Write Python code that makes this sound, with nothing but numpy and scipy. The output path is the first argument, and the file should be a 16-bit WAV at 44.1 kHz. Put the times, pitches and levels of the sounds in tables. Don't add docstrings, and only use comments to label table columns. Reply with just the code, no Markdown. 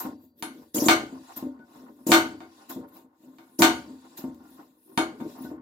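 import sys
import numpy as np
from scipy import signal
from scipy.fft import rfft, irfft
from scipy.io import wavfile
from scipy.ndimage import uniform_filter1d

SR = 44100
rng = np.random.default_rng(int(sys.argv[2]) if len(sys.argv) > 2 else 0)


def attenuation_scalar(level_db):
    decades = np.asarray(level_db, float) / 20
    return 10 ** decades


def output_pcm(signal):
    pcm = np.clip(np.atleast_2d(signal).T, -1, 1) * 32767
    wavfile.write(sys.argv[1], SR, np.round(pcm).astype(np.int16))


N = 247401

ALIKE_HZ = 640
LEFT_LAG_S = .0001
BREAK_DB_S, TUG_DB_S = 5000, 2200
PULL_FADE_DB_S, RING_FADE_DB_S = 203, 286

# t/s, peak level/dB, tank level over peak/dB, treble tilt/(dB per octave), rattle/s
SLAMS = [(0.425, -27.5, 2, 3, 0.023), (0.885, -6.5, -7.5, 1.5, 0.03), (1.592, -62, 7, -2.5, 0.046),
         (2.886, -65.5, -5, 3, 0.0064), (2.118, -6, -16.5, 2.5, 0.021), (2.405, -41.5, 8, -4, 0.008),
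         (2.965, -60.5, -6.5, -7.5, 0.013), (3.385, -47.5, -14, -1, 0.022), (3.621, -6, -22.5, 2.5, 0.018),
         (4.346, -72.5, 16, 12, 0.01), (4.976, -16.5, 8.5, -0.5, 0.018), (5.202, -45.5, 14, -8, 0.019)]
# t/s, level/dB
REBOUNDS = [
    (0.897, -15.5),
    (0.911, -15),
    (2.138, -9.5),
    (2.146, -14.5),
    (3.641, -11.5),
    (3.648, -14.5),
    (5.012, -28),
]
# t/s, effort level/dB, delay until the washer catches/s
PULLS = [
    (0.0, -43, .05),
    (1.366, -48, .062),
    (2.698, -46, .063),
    (4.176, -48.5, .064),
]
# t/s, peak level/dB
JUDDERS = [
    (0.745, -19),
    (.768, -19.5),
    (.785, -12.5),
    (.82, -7.5),
    (.862, -4),
    (2.066, -11.5),
    (2.091, -6),
    (2.105, -7.5),
    (3.59, -9.5),
    (3.605, -3),
]
# f/Hz, level/(dB per Hz)
CLANG = [(24, -60), (40, -26.5), (155, -15.5), (297, -2.5), (516, -15), (896, -3), (1300, -8.5),
         (1480, -6.5), (1810, -9), (3650, -15.5), (5050, -22), (7540, -23.5), (10400, -31.5), (13100, -29),
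         (16000, -33.5)]


def lags(seconds):
    return np.arange(int(seconds * SR)) / SR


def unit(x):
    return x / np.sqrt(np.mean(x ** 2))


def across(table, hz):
    table_hz, values = np.array(table).T
    return np.interp(np.log(np.maximum(hz, 1)), np.log(table_hz), values)


def band(x, hz, width):
    edges = np.clip([hz - width / 2, hz + width / 2], 20, SR * .49)
    return signal.sosfilt(signal.butter(2, edges, "band", fs=SR, output="sos"), x)


def ports(size, colour=None):
    hz = np.fft.rfftfreq(size, 1 / SR)
    apart = 0.023 + 1 / (1 + (ALIKE_HZ / np.maximum(hz, 1)) ** 3.8)
    mid, side = rfft(rng.standard_normal((2, size)))
    pair = mid + np.sqrt(apart) * side * np.array([[1], [-1]])
    tint = 1 if colour is None else attenuation_scalar(across(colour, hz))
    return unit(irfft(pair / np.sqrt(1 + apart) * tint, size))


def modes(table, spread, rise_s, against):
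    hz, db, t60 = np.array(table).T[:, :, None]
    t, order = lags(1.), np.arange(len(table))[:, None]
    skew = spread * np.clip(hz / ALIKE_HZ, .33, 2) ** 2
    skew = skew * rng.uniform(0.62, 0.66, (len(table), 1)) * (-1) ** order
    phase = 2 * np.pi * hz * t + np.array([skew, -skew])
    ring = np.sum(against ** order * attenuation_scalar(db - 60 * t / t60) * np.sin(phase), axis=1)
    return ring * (1 - np.exp(-t / rise_s)) ** 2 / np.sqrt(np.sum(attenuation_scalar(db) ** 2))


def wash(colour, rise_s, quicker):
    # f/Hz, t60/s
    fade_times = [(60, 0.51), (250, 0.33), (1000, 0.22), (3000, 0.21), (8000, 0.15), (16000, 0.048)]
    t, noise, out = lags(1.), ports(SR, colour), 0
    for hz in 45 * 2 ** np.arange(0, 9, .5):
        out = out + band(noise, hz, hz * .35) * attenuation_scalar(-60 * t * quicker / across(fade_times, hz))
    return out * (1 - np.exp(-t / rise_s))


def play(force, ring):
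    return signal.fftconvolve(np.atleast_2d(force), ring, axes=1)[:, :N]


def steady(ring):
    return ring / np.sqrt(np.sum(ring ** 2) / 2)


def taps(times, sizes, push_s):
    force = np.zeros(N)
    np.add.at(force, np.clip((np.asarray(times) * SR).astype(int), 0, N - 1), sizes)
    push = np.sin(np.pi * lags(push_s) / push_s)
    return np.convolve(force, push / push.sum())[:N]


def slips(rate, scatter_db):
    chance = rng.random((3, N))
    size = attenuation_scalar(-scatter_db * np.log(1 - chance[2]))
    return unit((chance[0] < rate / SR) * np.sign(chance[1] - .5) * size)


def flicker(rate, depth_db):
    k = int(SR / rate)
    return attenuation_scalar(depth_db * uniform_filter1d(np.repeat(rng.standard_normal(N // k + 1), k), k)[:N])


def patchy(colour, rate, depth_db):
    noise, out = ports(N, colour), 0
    for hz in 1900 * 2 ** np.arange(0, 3.5, .5):
        out = out + band(noise, hz, hz * .35) * flicker(rate, depth_db)
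    return unit(out)


def swells(s, db, rise_db_s, fall_db_s, hold_s=0):
    late = np.arange(N * 1000 // SR + 2)[:, None] / 1000 - s
    level = db + rise_db_s * np.minimum(late, 0) - fall_db_s * np.maximum(late - hold_s, 0)
    return np.sum(attenuation_scalar(2 * level), axis=1)


def slow(s, spread_s, db):
    late = (np.arange(N * 1000 // SR + 2)[:, None] / 1000 - s) / np.abs(spread_s)
    late = np.abs(late / np.where(late < 0, 0.89, 1))
    return np.sum(attenuation_scalar(2 * (db - 16.5 * late ** 1.47)), axis=1)


def gain(power):
    return np.interp(np.arange(N) / SR * 1000, np.arange(len(power)), np.sqrt(power))


def fast_moves(push_db, pull_db, push_fade_db_s, pull_fade_db_s):
    # start t/s, length/s, effort level/dB
    pushes = [
        (0.745, 0.15, -35.5),
        (2.069, 0.084, -35),
        (3.592, 0.032, -30.5),
    ]
    s, length, effort_db = np.array(pushes).T
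    pull_s, pull_effort_db, _ = np.array(PULLS).T
    push = swells(s, effort_db + push_db, BREAK_DB_S, push_fade_db_s, length)
    return push + swells(pull_s, pull_effort_db + pull_db, TUG_DB_S, pull_fade_db_s)


def washer():
    # t/s, length/s, start f/Hz, end f/Hz, level/dB
    squeaks = [(1.26, .06, 3950, 4050, -66), (1.325, .03, 12300, 12900, -62), (1.585, .07, 1495, 1480, -60),
               (2.886, .015, 8300, 8500, -72), (2.922, .04, 11300, 12500, -58),
               (2.965, .012, 15500, 15700, -54), (4.43, .07, 1420, 1410, -64),
               (4.5, .015, 14900, 14300, -62), (4.85, .11, 320, 400, -58), (5.372, .03, 13000, 15300, -57),
               (5.402, .035, 10300, 11000, -59), (5.41, .025, 14900, 15700, -56),
               (5.43, .045, 13100, 13000, -59), (5.445, .04, 1500, 1490, -53),
               (-.01, .04, 12900, 13000, -38), (1.36, .03, 12950, 13050, -41),
               (4.166, .03, 12900, 13000, -49)]
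    t, out = np.arange(N) / SR, np.zeros((2, N))
    wobble = flicker(rate=200, depth_db=.04)
    grip = flicker(rate=150, depth_db=3.5)
    for s, length, from_hz, to_hz, db in squeaks:
        along = np.clip((t - s) / length, 0, 1)
        pitch = (from_hz + (to_hz - from_hz) * along ** 0.395) * wobble
        phase = 2 * np.pi * np.cumsum(pitch) / SR
        shift = np.array([[0], [1.1 - 2 * np.pi * to_hz * LEFT_LAG_S]])
        out += attenuation_scalar(db + 3) * grip * np.sin(np.pi * along) * np.sin(phase + shift)
    return out + attenuation_scalar(-13) * play(out[0], steady(wash(None, rise_s=.003, quicker=2.5)))


def sliding():
    # t at fastest/s, spread/s, hiss level/dB, rod ring level over hiss/dB
    creeps = [(.24, 0.072, -75.5, 11), (.4, 0.036, -68, 12), (.588, 0.16, -67.5, 1),
              (1.154, 0.32, -65, -10), (1.319, 0.17, -59, -18), (1.773, .15, -65.5, -3),
              (2.03, 0.56, -75, 4), (2.417, 0.12, -69.5, -5), (2.598, 0.2, -63, -17),
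              (2.889, 0.019, -75, 12), (2.972, 0.077, -64, 2.5), (3.242, 0.098, -72.5, 2),
              (3.415, .3, -73, 1.5), (3.561, 0.21, -78, 3.5), (3.9, 0.29, -66.5, -8),
              (4.12, 0.286, -65, -12), (4.351, .05, -78.5, -0.5), (4.541, 0.23, -66.5, 0.5),
              (4.9, .2, -75, 9.5), (5.08, 0.21, -66, -15.5), (5.215, 0.051, -66.5, 2),
              (5.309, 0.14, -59.5, -4), (5.445, 0.098, -59, 0)]
    # t at release/s, level/dB
    leans = [(.725, -69), (1.3, -74), (1.77, -69.5), (2.045, -66.5), (2.589, -77), (2.971, -66),
             (3.575, -60.5), (4.54, -64), (4.86, -64.5), (4.96, -59.5), (5.21, -72.5), (5.425, -63)]
    # t/s, level/dB
    sleeve_strikes = [
        (0.427, -37),
        (4.977, -37),
    ]
    s, spread_s, db, ring_db = np.array(creeps).T
    creep = slow(s, spread_s, db)
    lean = swells(*np.array(leans).T, rise_db_s=140, fall_db_s=260.5)
    lean += swells(*np.array(sleeve_strikes).T, BREAK_DB_S, RING_FADE_DB_S)
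    hiss = fast_moves(0, 0, 153, PULL_FADE_DB_S) + creep
    sleeve = fast_moves(-6.5, -5, 306, RING_FADE_DB_S) + lean + creep * attenuation_scalar(2 * -11)
    ring = fast_moves(-2, 6, 306, RING_FADE_DB_S) + slow(s, spread_s, db + ring_db)
    return gain(hiss), gain(sleeve), gain(ring)


def rod():
    # f/Hz, level/(dB per Hz)
    fast_colour = [(1060, -43), (1800, -17), (2180, -5.5), (2590, -15.5), (3200, -4.5), (3540, -10.5),
                   (4100, -6.5), (5200, -2), (6900, 8), (8440, -5), (12300, -4.5), (13400, 1.5),
                   (16000, -20.5)]
    creep_colour = [(1060, -28.5), (1800, -7.5), (3640, -2), (3990, -10.5), (4920, -4), (6900, -3.5),
                    (9000, -7), (9770, -7), (10900, -18), (13300, -8), (16000, -25)]
    # f/Hz, width/Hz, level/dB
    ring_bands = [(4000, 250, -10), (9900, 420, -4), (13000, 260, -2.5)]
    hiss, sleeve, ring = sliding()
    fast = hiss ** 2 / (hiss ** 2 + attenuation_scalar(-47.5) ** 2)
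    creep = hiss * np.sqrt(1 - fast)
    bursts = gain(.5 + swells(np.array(JUDDERS)[:, 0], -2, TUG_DB_S, fall_db_s=500))
    out = bursts * hiss * np.sqrt(fast) * attenuation_scalar(3.0) * patchy(fast_colour, rate=90, depth_db=3.5)
    out = out + creep * attenuation_scalar(1.5) * patchy(creep_colour, rate=78, depth_db=1.6)
    above = [np.sqrt(np.maximum(level ** 2 - (hiss * attenuation_scalar(-19)) ** 2, 0)) for level in (sleeve, ring)]
    for (hz, width, db), drive in zip(ring_bands, [creep] + above):
        noise = ports(N)
        locked = .5 + .5 * drive ** 2 / (drive ** 2 + attenuation_scalar(-58) ** 2)
        core = unit(band(noise, hz, width)) * flicker(rate=50, depth_db=3.5)
        skirt = unit(band(noise, hz * 1.06, hz * 0.19))
        out = out + drive * locked * attenuation_scalar(db) * core
        out = out + drive * attenuation_scalar(db + 2.0) * skirt
    return out


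def dragging():
    # t at strongest/s, spread/s, shudder level/dB, rub level over shudder/dB
    drags = [(.17, .1, -56, -20), (.49, 0.2, -44.5, -20), (.6, .12, -47, -15), (1.14, 0.077, -37.5, -16),
             (1.292, 0.21, -54, -0.5), (1.62, 0.38, -50.5, -9), (1.826, 0.17, -41, -15),
             (2.34, 0.069, -41, -14), (2.441, 0.04, -48, -21), (2.558, 0.53, -54.5, -2.5),
             (2.96, 0.074, -46, -12.5), (3.11, .05, -60.5, -21), (3.289, 0.12, -46.5, -16.5),
             (3.04, .06, -49.5, -28), (3.45, 0.25, -54, -14), (3.889, 0.11, -40.5, -15),
             (4.1, 0.33, -47, -10.5), (4.467, .3, -50.5, -7.5), (4.639, .2, -50.5, -15.5),
             (4.955, .15, -48, -16), (5.09, 0.21, -42, -17.5), (5.235, 0.075, -31, -42.5),
             (5.351, 0.38, -45, -11.5), (5.525, 0.12, -39, -12)]
    s, spread_s, db, rub_db = np.array(drags).T
    pull_s, pull_db, delay_s = np.array(PULLS).T
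    catch = swells(pull_s + delay_s, pull_db + 13.5, BREAK_DB_S, fall_db_s=212, hold_s=0.035)
    shudder = fast_moves(12.5, 9, 153, PULL_FADE_DB_S) + catch + slow(s, spread_s, db)
    rub = fast_moves(-7, 6.5, 153, PULL_FADE_DB_S) + catch * attenuation_scalar(2 * -21)
    rub = rub + slow(s, spread_s, db + rub_db)
    return gain(shudder), gain(rub)


def frame(tank, apron, plate):
    # t/s, peak level/dB, pitch f/Hz
    soft_knocks = [(0.049, -18, 267), (0.237, -37.5, 270), (.584, -31.5, 253), (1.125, -22.5, 234),
                   (1.193, -45, 257), (1.368, -27.5, 283), (1.425, -17, 277), (1.596, -31.5, 259),
                   (1.757, -34.5, 263), (1.833, -42.5, 264.5), (1.893, -47, 324), (2.01, -35.5, 257),
                   (2.285, -27.5, 253), (2.698, -31, 310), (2.76, -20.5, 231), (3.235, -41, 328),
                   (3.271, -36, 227), (3.881, -29, 270), (4.19, -27.5, 267), (4.11, -44, 305),
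                   (4.239, -15, 259), (4.404, -38.5, 240), (4.511, -37, 265.5), (4.59, -32.5, 324),
                   (4.894, -42.5, 369), (5.209, -18, 248), (5.273, -29.5, 281), (5.406, -23, 257),
                   (5.446, -19.5, 266), (5.513, -21.5, 313)]
    s, db, hz = np.array(soft_knocks + [(s, db, 313) for s, db in JUDDERS]).T
    shudder, rub = dragging()
    pan = plate * attenuation_scalar(-5.0) + wash(CLANG, rise_s=0.002, quicker=5.7) * attenuation_scalar(7.5)
    front = np.clip((hz - 245) / 80, .05, .95)
    out = play(taps(s, attenuation_scalar(db - 3) * np.sqrt(1 - front), push_s=0.0015), tank)
    out += play(taps(s, attenuation_scalar(db - 2.5) * np.sqrt(front), push_s=.0012), apron)
    out += play(taps(s, attenuation_scalar(db - 14), push_s=0.0008), pan)
    jerks = slips(rate=260, scatter_db=1.5) * flicker(rate=35, depth_db=2.5)
    grit = slips(rate=460, scatter_db=1.0) * flicker(rate=28, depth_db=4.5)
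    soft = unit(band(grit, 785, 730))
    hard = shudder ** 2 / (shudder ** 2 + attenuation_scalar(-33) ** 2)
    out += play(shudder * np.sqrt(hard) * attenuation_scalar(-9) * jerks, steady(apron + .3 * tank))
    out += play(shudder * np.sqrt(1 - hard) * attenuation_scalar(-5.5) * jerks, steady(tank + 1.3 * apron))
    return out + play(rub * soft * attenuation_scalar(-8.5), steady(pan - 1.4 * plate * attenuation_scalar(-9.0)))


def wire():
    # t/s, level/dB
    jolts = [
        (.002, -67),
        (.427, -68),
        (.885, -55),
        (1.367, -72),
        (2.119, -53),
        (3.621, -52),
        (4.176, -73),
        (4.976, -65),
    ]
    # f/Hz, level/dB, t60/s
    wire_tones = [(4600, -4, 1.1), (4650, 0, 1.3), (4100, -3, .9)]
    s, db = np.array(jolts).T
    ring = modes(wire_tones, spread=.6, rise_s=.003, against=-1)
    return play(taps(s, attenuation_scalar(db), push_s=.0001), ring) * flicker(rate=40, depth_db=2.6)


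def slams(tank, plate):
    # f/Hz, width/Hz, level/dB
    crowded_bands = [(1580, 120, 1), (1900, 170, -3.5), (2290, 180, 2), (2650, 150, -5), (3360, 120, -2),
                     (3600, 200, 4.5), (3950, 120, -4), (4400, 250, 3), (5300, 300, -3), (6900, 330, 3.5),
                     (8200, 220, -3), (11000, 700, -3.5), (14000, 830, 3)]
    clang = wash(CLANG, rise_s=0.0014, quicker=0.71) * attenuation_scalar(-1.6) + plate * attenuation_scalar(-3.0)
    clang[:, :200] += attenuation_scalar(2.) * ports(200, CLANG) * np.exp(-np.arange(200) / 70)
    size = clang.shape[1]
    hz, out = np.fft.rfftfreq(size, 1 / SR), np.zeros((2, N + SR))
    crowd = attenuation_scalar(sum(db * np.exp(-((hz - at_hz) / width) ** 2) for at_hz, width, db in crowded_bands))
    for s, db, tank_db, tilt_db, rattle_s in SLAMS:
        when, strength = rng.random((2, 24))
        chatter = np.zeros(size)
        chatter[(when * 3 * abs(rattle_s) * SR).astype(int)] = 0.16 * (2 * strength - 1) * np.exp(-3 * when)
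        chatter[0] = 1.095
        for again_s, again_db in REBOUNDS:
            if 0 < again_s - s < .05:
                chatter[int((again_s - s) * SR)] -= attenuation_scalar(again_db - db)
        tilt = attenuation_scalar(tilt_db * np.log2(np.clip(hz, 500, 16000) / 2000))
        blow = irfft(rfft(clang) * rfft(chatter) * tilt * crowd, size)[:, :-4000]
        out[:, int(s * SR):][:, :blow.shape[1]] += attenuation_scalar(db) * blow
    s, db, tank_db = np.array(SLAMS).T[:3]
    return out[:, :N] + play(taps(s, attenuation_scalar(db + tank_db), push_s=0.002), tank)


def barrel():
    # f/Hz, level/dB, t60/s
    barrel_tones = [(330, -3, .3), (440, -7, .08), (630, -2, .1), (745, -1, .12), (830, -4, .1),
                    (905, -4, .14), (1090, -9, .08), (1500, -7, .15), (3850, -5, .03)]
    s, db = np.array(SLAMS).T[:2]
    ring = modes(barrel_tones, spread=.15, rise_s=.0001, against=1)
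    thud = play(taps(s, attenuation_scalar(db - 4), push_s=.0001), ring)
    tick_db = db - 21 + np.minimum(db + 7, 0)
    ticks = slips(rate=300, scatter_db=3) * gain(swells(s + .003, tick_db, BREAK_DB_S, 330, .03))
    tick_ring = wash([(500, -12), (1200, 0), (4000, -4), (9000, -14)], rise_s=.0001, quicker=25)
    return thud + play(ticks, steady(tick_ring))


def bars():
    # f/Hz, level/dB, t60/s
    grate_tones = [(1201, -2, 0.23), (1243, -6, 0.3), (1456, -6, .3), (1511, 0.5, 0.29), (1690, -11, .18),
                   (2094, -7, .3), (2228, -4, .26), (2515, -7, 0.25), (2788, -8.5, 0.099),
                   (3050, -8.5, 0.18), (3520, -5.5, 0.14), (3600, -4.5, 0.14), (3678, -7.5, 0.16),
                   (4280, -10, .25), (4500, -11, .16), (4620, -14, .18), (5160, -14, .15),
                   (6340, -14, 0.25), (6840, -13, .2), (7120, -14, 0.13), (7700, -11.5, .22)]
    collar_tones = [(888, 1, 0.19), (950, 6, 0.14), (2090, -7, .2), (2800, -12, .14), (3160, -10, .16),
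                    (3500, -7, .14), (3660, -14, .2), (6430, -16, .18), (6830, -15, .18), (7080, -12, .25),
                    (9100, -7, .2), (9640, -9, 0.098), (9750, -19, .18), (14100, -11, .1)]
    # t/s, level/dB
    stops = [
        (.426, -34),
        (.433, -41),
        (2.934, -62),
        (4.977, -21),
        (4.983, -27),
        (5.014, -34.5),
    ]
    s, db = np.array([row[:2] for row in SLAMS] + REBOUNDS).T
    stop_s, stop_db = np.array(stops).T
    grate_ring = modes(grate_tones, spread=.25, rise_s=.002, against=-1)
    collar_ring = modes(collar_tones, spread=.25, rise_s=.0005, against=-1)
    grates = play(taps(s, attenuation_scalar(db - 6), push_s=.00006), grate_ring)
    collar = play(taps(stop_s, attenuation_scalar(stop_db), push_s=.00006), collar_ring)
    return grates * flicker(rate=60, depth_db=2.0) + collar


def scene():
    # f/Hz, level/dB, t60/s
    tank_tones = [(74.3, -21, 0.62), (94, -25.5, 0.73), (114, -24, .4), (163, -13.5, 0.27),
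                  (202, -19.5, 0.19), (238.3, -5.5, 0.59), (261, 4.5, 0.17), (261, 6.5, 0.36)]
    apron_tones = [(300.3, -6, 0.21), (315.2, -1.5, 0.11), (370, -12.5, 0.022), (416.6, -15, 0.31),
                   (473.7, -11, 0.18), (574, -9.5, 0.2), (360, 1, 0.026)]
    plate_tones = [(329, 6, .35), (626, 0, .27), (721, -4, .3), (758, -1, .3), (918, 1, .32), (995, -8, .3),
                   (1077, -5, .25), (1210, -3, .3), (1410, -6, .33), (1491, 0, .3), (1590, -4, .18),
                   (1952, -8, .26), (2106, -5, .3), (2223, -2, .24), (2870, -11, .2), (3040, -11, .25),
                   (3575, -8, .18), (3677, -11, .25), (4094, -11, .25), (4445, -12, .14), (5155, -17, .2),
                   (5300, -19, .3), (7456, -17, .2)]
    tank = modes(tank_tones, spread=0.37, rise_s=0.0011, against=0.89)
    apron = modes(apron_tones, spread=0.37, rise_s=0.0011, against=0.89)
    plate = modes(plate_tones, spread=0.31, rise_s=0.0001, against=-0.962)
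    stove = washer() + rod() + frame(tank, apron, plate) + wire()
    stove = stove + slams(0.24 * tank + apron, plate) + barrel() + bars()
    return stove + attenuation_scalar(-92) * ports(N)


def roll_off(x):
    return signal.sosfilt(signal.butter(12, 16850, fs=SR, output="sos"), x)


def record(dry):
    left = np.roll(dry[0], int(LEFT_LAG_S * SR)) * attenuation_scalar(1)
    right = dry[1] * attenuation_scalar(-1)
    pair = np.tanh(1.25 * np.array([left, right])) / 1.25
    pair = signal.sosfilt(signal.butter(2, 85, "high", fs=SR, output="sos"), pair)
    mix = signal.sosfilt(signal.ellip(8, .2, 60, 15900, fs=SR, output="sos"), pair)
    return roll_off(mix)


dry = scene()
out = record(dry)
output_pcm(out)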